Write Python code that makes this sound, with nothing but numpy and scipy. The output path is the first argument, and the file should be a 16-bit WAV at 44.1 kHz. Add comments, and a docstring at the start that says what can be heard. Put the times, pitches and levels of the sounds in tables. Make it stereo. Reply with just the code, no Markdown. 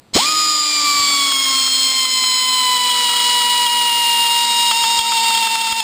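"""An air die grinder bursts up to speed and whines while its carbide burr skims the end of a steel pipe.
Four vanes on the rotor chop the air into puffs, which make the whine and pulse the hissing exhaust.
Now and then the burr (the toothed cutting tip) bites, rings the pipe and briefly brakes the rotor.
Quiet workshop air lies underneath, with a dull pop from the air valve and a few low thuds.
The recorder samples at 12 kHz and holds each sample, so the sound is mirrored above 6 kHz."""
import sys
import numpy as np
from scipy import signal
from scipy.fft import rfft, irfft
from scipy.io import wavfile

SR = 44100
rng = np.random.default_rng(int(sys.argv[2]) if len(sys.argv) > 2 else 0)


def unload_wav(signal):
    """Save mono or channel-first audio to the path in sys.argv[1] as 16-bit WAV at rate SR, clipped to [-1, 1]."""
    wavfile.write(
        sys.argv[1],
        SR,
        np.round(np.clip(np.atleast_2d(signal).T, -1, 1) * 32767).astype(np.int16),
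    )


N = 257215

# Bites of the burr; braking or dips below zero count as none: (time [s], blow to the pipe's lowest
# tone [dB], blow to its higher tones [dB], braking strength [%], strength of the level dip [dB])
BITES = [(1.135, -28, -21, 0, .5), (1.3158, -23, -14, 1.5, 2), (1.361, -35, -16, 1.5, 2),
         (1.4531, -27, -28, 1.5, -3), (1.6737, -27, -23, -0.5, 2.5), (2.051, -29, -18, 2.5, 3.5),
         (2.236, -25, -16, 0.26, 1), (2.767, -37, -18, 1, 2), (2.8993, -33, -13, 0.43, 1.5),
         (2.9128, -44, -14, .5, -0.5), (3.0564, -39, -27, 2, 1.5), (3.0898, -24, -15, 1.5, 1),
         (3.134, -24.4, -18, -0.5, 2), (3.164, -29, -10.5, .5, 0), (3.1989, -27, -12, .5, 1),
         (3.238, -30, -14, 0, -2), (3.416, -37, -15, 1.5, 1.5), (3.6633, -38, -11, 3, 3.5),
         (3.7681, -38, -17, 0.25, -3), (3.894, -39, -30, 2.1, 2), (4.0335, -40, -23, 1.67, -2.5),
         (4.264, -30, -16, 1.5, 1), (4.3504, -36, -18, .5, -0.5), (4.711, -17, -13, 7.5, 3),
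         (4.837, -22, -13, 7, 0.5), (4.9887, -27, -9, 3.5, 5.5), (5.01, -40, -11, 1.5, 2),
         (5.118, -22, -19, 3.5, 1), (5.1711, -36, -16, 3.5, 0), (5.189, -38, -19, 1.2, -1.5),
         (5.241, -30, -16, 2, -1), (5.302, -24, -20, 3.5, 1.5), (5.347, -29, -10.5, 2, 1),
         (5.3735, -24, -15, -0.06, 1), (5.4256, -31, -24, 3.5, -3), (5.4684, -24, -16, 4, 4),
         (5.5523, -22, -18, 3.5, 5.5), (5.613, -30, -14, 1.5, 4), (5.669, -22, -27, 2.5, 4),
         (5.7232, -22, -12, 2.5, 8.5), (5.801, -39, -11.5, 9, 11)]
# How hard the teeth skim the steel: (time [s], level [dB])
SKIM = [(.6, -87), (.9, -59), (1.1, -41.5), (1.7, -41), (2.0, -59), (2.6, -44), (3.1, -41), (4.5, -45.5),
        (5.0, -39), (5.83, -40)]
VALVE_S, START_S, SPIN_S = .133, .148, .154  # the valve opens, the whine starts, the rotor races up


def gain_of(db):
    """Turns decibels into a factor to multiply by."""
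    return 10 ** (np.asarray(db) / 20)


def evened(x):
    """Scales a signal to an average power of 1."""
    return x / np.sqrt(np.mean(x ** 2) + 1e-20)


def clock():
    """The time of every sample, in seconds."""
    return np.arange(N) / SR


def curve(points):
    """Joins (time, value) points with straight lines."""
    return np.interp(clock(), *np.transpose(points))


def coloured(x, points):
    """Shapes the lows and highs of x by (frequency [Hz], level [dB]) points, then sets its power to 1."""
    f, db = np.transpose(points)
    hz = np.fft.rfftfreq(N, 1 / SR)
    shape_db = np.interp(np.log(hz + 1), np.log(f + 1), db)
    return evened(irfft(rfft(x) * gain_of(shape_db), N))


def wander(hz):
    """A random wobble that changes up to about hz times a second."""
    return evened(signal.lfilter(*signal.butter(2, hz, fs=SR), rng.standard_normal(N)))


def pulses(times, sizes, rise_s, fall_s):
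    """A quick rise and a slower return after every event."""
    since = [np.maximum(clock() - s, 0) for s in times]
    return sum(size * (1 - np.exp(-u / rise_s)) * np.exp(-u / fall_s) for size, u in zip(sizes, since))


def workshop():
    """Still workshop air: a soft noise that falls back once the tool runs."""
    # Tone of the room: (frequency [Hz], relative level [dB])
    colour = [(30, -25), (100, -3), (200, -6), (400, -10), (800, -14), (1500, -20), (3000, -23),
              (4300, -20), (5200, -27), (6000, -40)]
    level_db = -52 - 5 * (clock() > VALVE_S)
    return gain_of(level_db) * coloured(rng.standard_normal(N), colour)


def thuds():
    """Short, low pushes with the deepest bass taken out."""
    # Low jolts: (time [s], relative level [dB])
    jolts = [(0.155, -28), (1.0, -40), (4.838, -47), (4.991, -38), (5.347, -45), (5.723, -40)]
    times, db = np.transpose(jolts)
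    pushes = pulses(times, gain_of(db), rise_s=.0013, fall_s=.0037)
    return 7.1 * signal.lfilter(*signal.butter(2, 50, "high", fs=SR), pushes)


def valve():
    """The valve opens with one dull pop of pressure."""
    age = np.maximum(clock() - VALVE_S, 0) / .00027  # the pop peaks at age 1
    return -gain_of(-25) * np.e * age * np.exp(-age)


def pipe():
    """Bites and random tooth strikes ring the pipe's own tones; bites also scrape."""
    # Pipe tones: (pitch [Hz], level [dB], time to fade by 60 dB [s], group [0 lowest, 1 higher])
    tones = [(1320, 3, .055, 0), (2330, -13, .03, 1), (3260, 4, .05, 1), (4150, -9, .035, 1),
             (5210, -2, .035, 1)]
    # Grit of a bite: (frequency [Hz], relative level [dB])
    grit = [(300, -25), (1000, -2), (3000, -6), (5500, -13), (6000, -26)]
    strike_db = 3 * np.minimum(rng.exponential(1, N), 3)
    strikes = gain_of(strike_db + curve(SKIM)) * (rng.random(N) < 250 / SR)  # about 250 a second
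    times, *bite_db = np.transpose(BITES)[:3]
    ring_t, ringing = np.arange(4096) / SR, np.zeros(N)
    contact = 1 - np.exp(-ring_t / .0015)  # softens the start of each ring
    for hz, db, fade_s, group in tones:
        blows = strikes * rng.standard_normal(N)  # a strike hits each tone differently
        blows[np.round(times * SR).astype(int)] += gain_of(bite_db[group])
        ring = contact * gain_of(db - 60 * ring_t / fade_s) * np.sin(2 * np.pi * hz * ring_t)
        ringing += signal.oaconvolve(blows, ring)[:N]
    scraping = pulses(times, gain_of(bite_db[0] + 2), rise_s=.0011, fall_s=.0084)
    return ringing + scraping * coloured(rng.standard_normal(N), grit)


def rotor():
    """Air spins the rotor and the burr brakes it. Gives the free puff rate [Hz] and angle [radians]."""
    # Free speed, sagging as the air line empties: (time [s], vane puffs [Hz])
    speed = [(.3, 1253), (.42, 1234), (.55, 1220), (.9, 1167), (1.2, 1123), (1.45, 1086), (1.6, 1065),
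             (1.8, 1062), (2.1, 1041), (2.3, 1026), (2.55, 1021), (2.75, 998.6), (3.1, 976), (3.5, 971),
             (3.72, 963.4), (4.2, 939.5), (4.33, 944), (4.65, 943), (5.2, 929), (5.6, 917.4), (5.83, 918)]
    fill_s, inertia_s = .008, .033  # the chamber takes time to fill, the rotor to catch up
    kick = .15  # share of full speed from the first shove of air
    free_hz, since = curve(speed), np.maximum(clock() - SPIN_S, 0)
    lag = (inertia_s * np.exp(-since / inertia_s) - fill_s * np.exp(-since / fill_s)) / (inertia_s - fill_s)
    times, _, _, percent, _ = np.transpose(BITES)
    braking = pulses(times, np.maximum(percent, 0) / 100, rise_s=.007, fall_s=.028)
    drag = gain_of(curve(SKIM) - 12) * wander(32)  # skimming teeth tug at the rotor
    puff_hz = free_hz * (1 - (1 - kick) * lag) * (1 - braking + drag + .001 * wander(42))
    return free_hz, 2 * np.pi * np.cumsum(puff_hz) / SR / 4  # four puffs make one turn


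def exhaust(free_hz, angle):
    """Escaping air hisses, puffing once a vane and once a turn; it also rumbles and sizzles."""
    # Jet through the muffler at high and at low air pressure: (frequency [Hz], relative level [dB])
    fast_colour = [(150, -33), (300, -20), (700, -13.5), (1200, -7), (1600, -13.5), (2200, -3),
                   (2650, -10.5), (3200, 1.5), (3700, -3), (4200, 6), (4600, -2.5), (5150, 4.5), (5600, -1),
                   (6000, -14)]
    slow_colour = [(150, -66), (300, -24.5), (700, -28.5), (1200, -19), (1600, -19.5), (2200, -12),
                   (2600, -14.5), (3200, -7), (3700, -10.5), (4200, -4), (4600, -6.5), (5150, -5),
                   (5600, -16), (6000, -14.5)]
    # Strength of the hiss: (time [s], level [dB])
    hiss_levels = [(.2, -18), (.35, -20), (.6, -21.5), (1.0, -19), (1.7, -20), (2.5, -21.5), (3.2, -16),
                   (3.7, -18.5), (4.2, -18), (4.7, -19.5), (5.83, -18)]
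    # Air buffeting the microphone: (time [s], level [dB]), then (frequency [Hz], relative level [dB])
    rumble_levels = [(0.14, -39), (0.69, -56), (1.04, -44), (1.61, -48), (1.94, -52), (3.0, -53),
                     (4.0, -52), (5.83, -52)]
    rumble_colour = [(20, -30), (50, -14), (100, -15), (200, -0.5), (400, -5), (900, -49)]
    # A high band that swells as the tool turns in the hand:
    # (time [s], level [dB]), then (frequency [Hz], relative level [dB])
    sizzle_levels = [(.3, -26), (1.0, -33), (1.4, -20.5), (1.8, -22.5), (2.3, -24.5), (2.8, -48),
                     (3.5, -53), (4.2, -32), (4.6, -23), (5.0, -21.5), (5.4, -29.5), (5.83, -24)]
    sizzle_colour = [(4300, -44), (4800, -14), (5200, -0.5), (5500, -13.5), (5800, -23)]
    slow_hz, fast_hz = 882, 1170  # puff rates at which each hiss colour is heard alone
    puffs = 1 + .17 * np.cos(angle) + .1 * np.cos(4 * angle)
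    jet = puffs * gain_of(.89 * wander(160)) * rng.standard_normal(N)
    fast = np.clip((free_hz - slow_hz) / (fast_hz - slow_hz), 0, 1)
    hiss = fast * coloured(jet, fast_colour) + (1 - fast) * coloured(jet, slow_colour)
    blast_db = 9 * np.exp(-np.maximum(clock() - SPIN_S, 0) / .047)  # the first rush of air
    hiss *= gain_of(curve(hiss_levels) + blast_db)
    rumble = gain_of(curve(rumble_levels)) * coloured(rng.standard_normal(N), rumble_colour)
    sizzle = gain_of(curve(sizzle_levels)) * coloured(rng.standard_normal(N), sizzle_colour)
    flow = np.clip((clock() - VALVE_S) / .026, 0, 1)  # pressure builds behind the valve
    return flow * (hiss + rumble + sizzle)


def shaft_hum(angle):
    """An off-balance rotor and unequal vanes add faint, wavering tones."""
    # Tones from unequal vanes: (cycles per turn [count], relative level [dB])
    unequal_vanes = [(3, -50.5), (6, -50.5), (9, -43.5), (10, -39), (13, -37), (14, -40), (17, -37)]
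    # Rotor unbalance: (time [s], once-a-turn level [dB], twice-a-turn level [dB])
    unbalance = [(.15, -37, -39), (.4, -42, -51), (1.2, -39, -49), (1.7, -41.5, -49), (2.4, -47.5, -49.5),
                 (3.2, -45, -41.5), (4.2, -48.5, -47.5), (5.83, -44.5, -47.5)]
    times, *levels = np.transpose(unbalance)
    tones = unequal_vanes + [(k, np.interp(clock(), times, db)) for k, db in enumerate(levels, 1)]
    return sum(gain_of(db + 1.9 * wander(24)) * np.sin(k * angle + k) for k, db in tones)


def vane_whine(angle):
    """Four puffs a turn blend into a whine of five harmonics: tones at 1 to 5 times the puff rate."""
    # The whine changes colour as the tool slows and turns: (time [s], levels of harmonics 1 to 5 [dB])
    colour = [(.155, -15, -24, -32, -38, -38), (0.165, -12.5, -17, -38, -38, -31),
              (.18, -22.5, -27, -36, -30, -22), (0.191, -17.5, -40, -25, -26, -29),
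              (.215, -23, -41, -23, -26, -34), (.24, -23, -32, -25, -24, -37),
              (.27, -23, -20.5, -31, -21, -32), (.3, -20, -30, -32, -18.5, -42),
              (.55, -22.5, -35, -29.5, -16.5, -46), (.74, -27, -25, -32, -18.5, -39),
              (.88, -19.5, -24.5, -35, -19, -39), (1.15, -21.5, -25, -21, -17.5, -37),
              (1.4, -27, -26, -18.5, -32, -32), (1.52, -23, -28.5, -20, -22.5, -25),
              (1.72, -35.5, -36.5, -18.5, -16.5, -28), (2.1, -27.5, -28, -22, -21.5, -24.5),
              (2.4, -27, -30, -20.5, -17.5, -23.5), (2.7, -19, -29, -20.5, -20.5, -27.5),
              (3.1, -23, -30, -18, -23.5, -33), (3.6, -19, -29, -18.5, -24.5, -33),
              (3.95, -20.5, -31.5, -16.5, -29.5, -40), (4.6, -20, -35, -18.5, -20, -29),
              (5.0, -19, -38, -22.5, -21.5, -26.5), (5.3, -18.5, -36.5, -22, -22, -25.5),
              (5.83, -20, -35, -21.5, -24, -32)]
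    # Brief dips, one list per harmonic: (time [s], depth [dB], half length [s])
    dropouts = [
        [(.72, 6.5, 0.032), (1.1, 5.5, 0.039), (1.45, 10, 0.015), (1.71, 8, .015), (2.12, 9, 0.022),
         (5.49, 7, 0.011)],
        [(.23, 12, 0.025), (.36, 10, .02), (.6, 18, 0.034), (.82, 16, 0.013), (1.31, 8, 0.0083), (1.6, 6, .03),
         (1.82, 10, .012)],
        [(.28, 10, .02), (1.94, 8, 0.018), (4.48, 5, 0.06), (4.725, 6, 0.0086), (4.845, 6, .008),
         (5.11, 8, .025), (5.22, 9, 0.014)],
        [(1.44, 6, 0.016), (2.45, 5, 0.055), (3.62, 4, 0.026), (4.725, 7, 0.011), (4.85, 7, .01)],
        [(1.55, 14, .02), (1.8, 12, 0.037)],
    ]
    # How much swirling air smears each harmonic: (share [0 to 1])
    roughness = [.08, .15, .12, .15, .25]
    t, whine = clock(), np.zeros(N)
    times, *levels = np.transpose(colour)
    for k, (db, dips, rough) in enumerate(zip(levels, dropouts, roughness), 1):
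        dip_db = sum(depth * np.exp(-((t - at) / half_s) ** 2) for at, depth, half_s in dips)
        smear = np.sqrt(1 - rough ** 2) + rough * wander(33.4)
        whine += gain_of(np.interp(t, times, db) - dip_db) * smear * np.sin(4 * k * angle + k)
    return whine


def scene():
    """Mixes everything into two equal channels; grinder and pipe dip briefly after most bites."""
    background = workshop() + thuds() + valve()
    free_hz, angle = rotor()
    fade_in = np.clip((clock() - START_S) / .0096, 0, 1)
    tones = fade_in * np.sqrt(2) * (vane_whine(angle) + shaft_hum(angle))
    grinding = tones + exhaust(free_hz, angle) + pipe()
    times, *_, depth_db = np.transpose(BITES)
    dip_db = pulses(times + .005, np.maximum(depth_db, 0), rise_s=.005, fall_s=.05)
    return np.tile(background + grinding * gain_of(-dip_db), (2, 1))


def record(dry):
    """The recorder rounds off loud peaks, then takes and holds samples, which adds high mirror tones."""
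    ceiling, hold_hz, top_hz = 1.3, 12000, 15380
    hz = np.fft.rfftfreq(N, 1 / SR)
    rounded = np.tanh(dry / ceiling) * ceiling
    narrow = irfft(rfft(rounded) * (hz < hold_hz / 2), N)
    mirrored = narrow * (1 + 2 * np.cos(2 * np.pi * hold_hz * clock() + .61))
    held = irfft(rfft(mirrored) * np.sinc(hz / hold_hz), N)  # holding softens the treble
    treble_cut = signal.firwin(511, top_hz, window=("kaiser", 9), fs=SR)
    return signal.oaconvolve(held, treble_cut[None], "same")


dry = scene()
out = record(dry)
unload_wav(out)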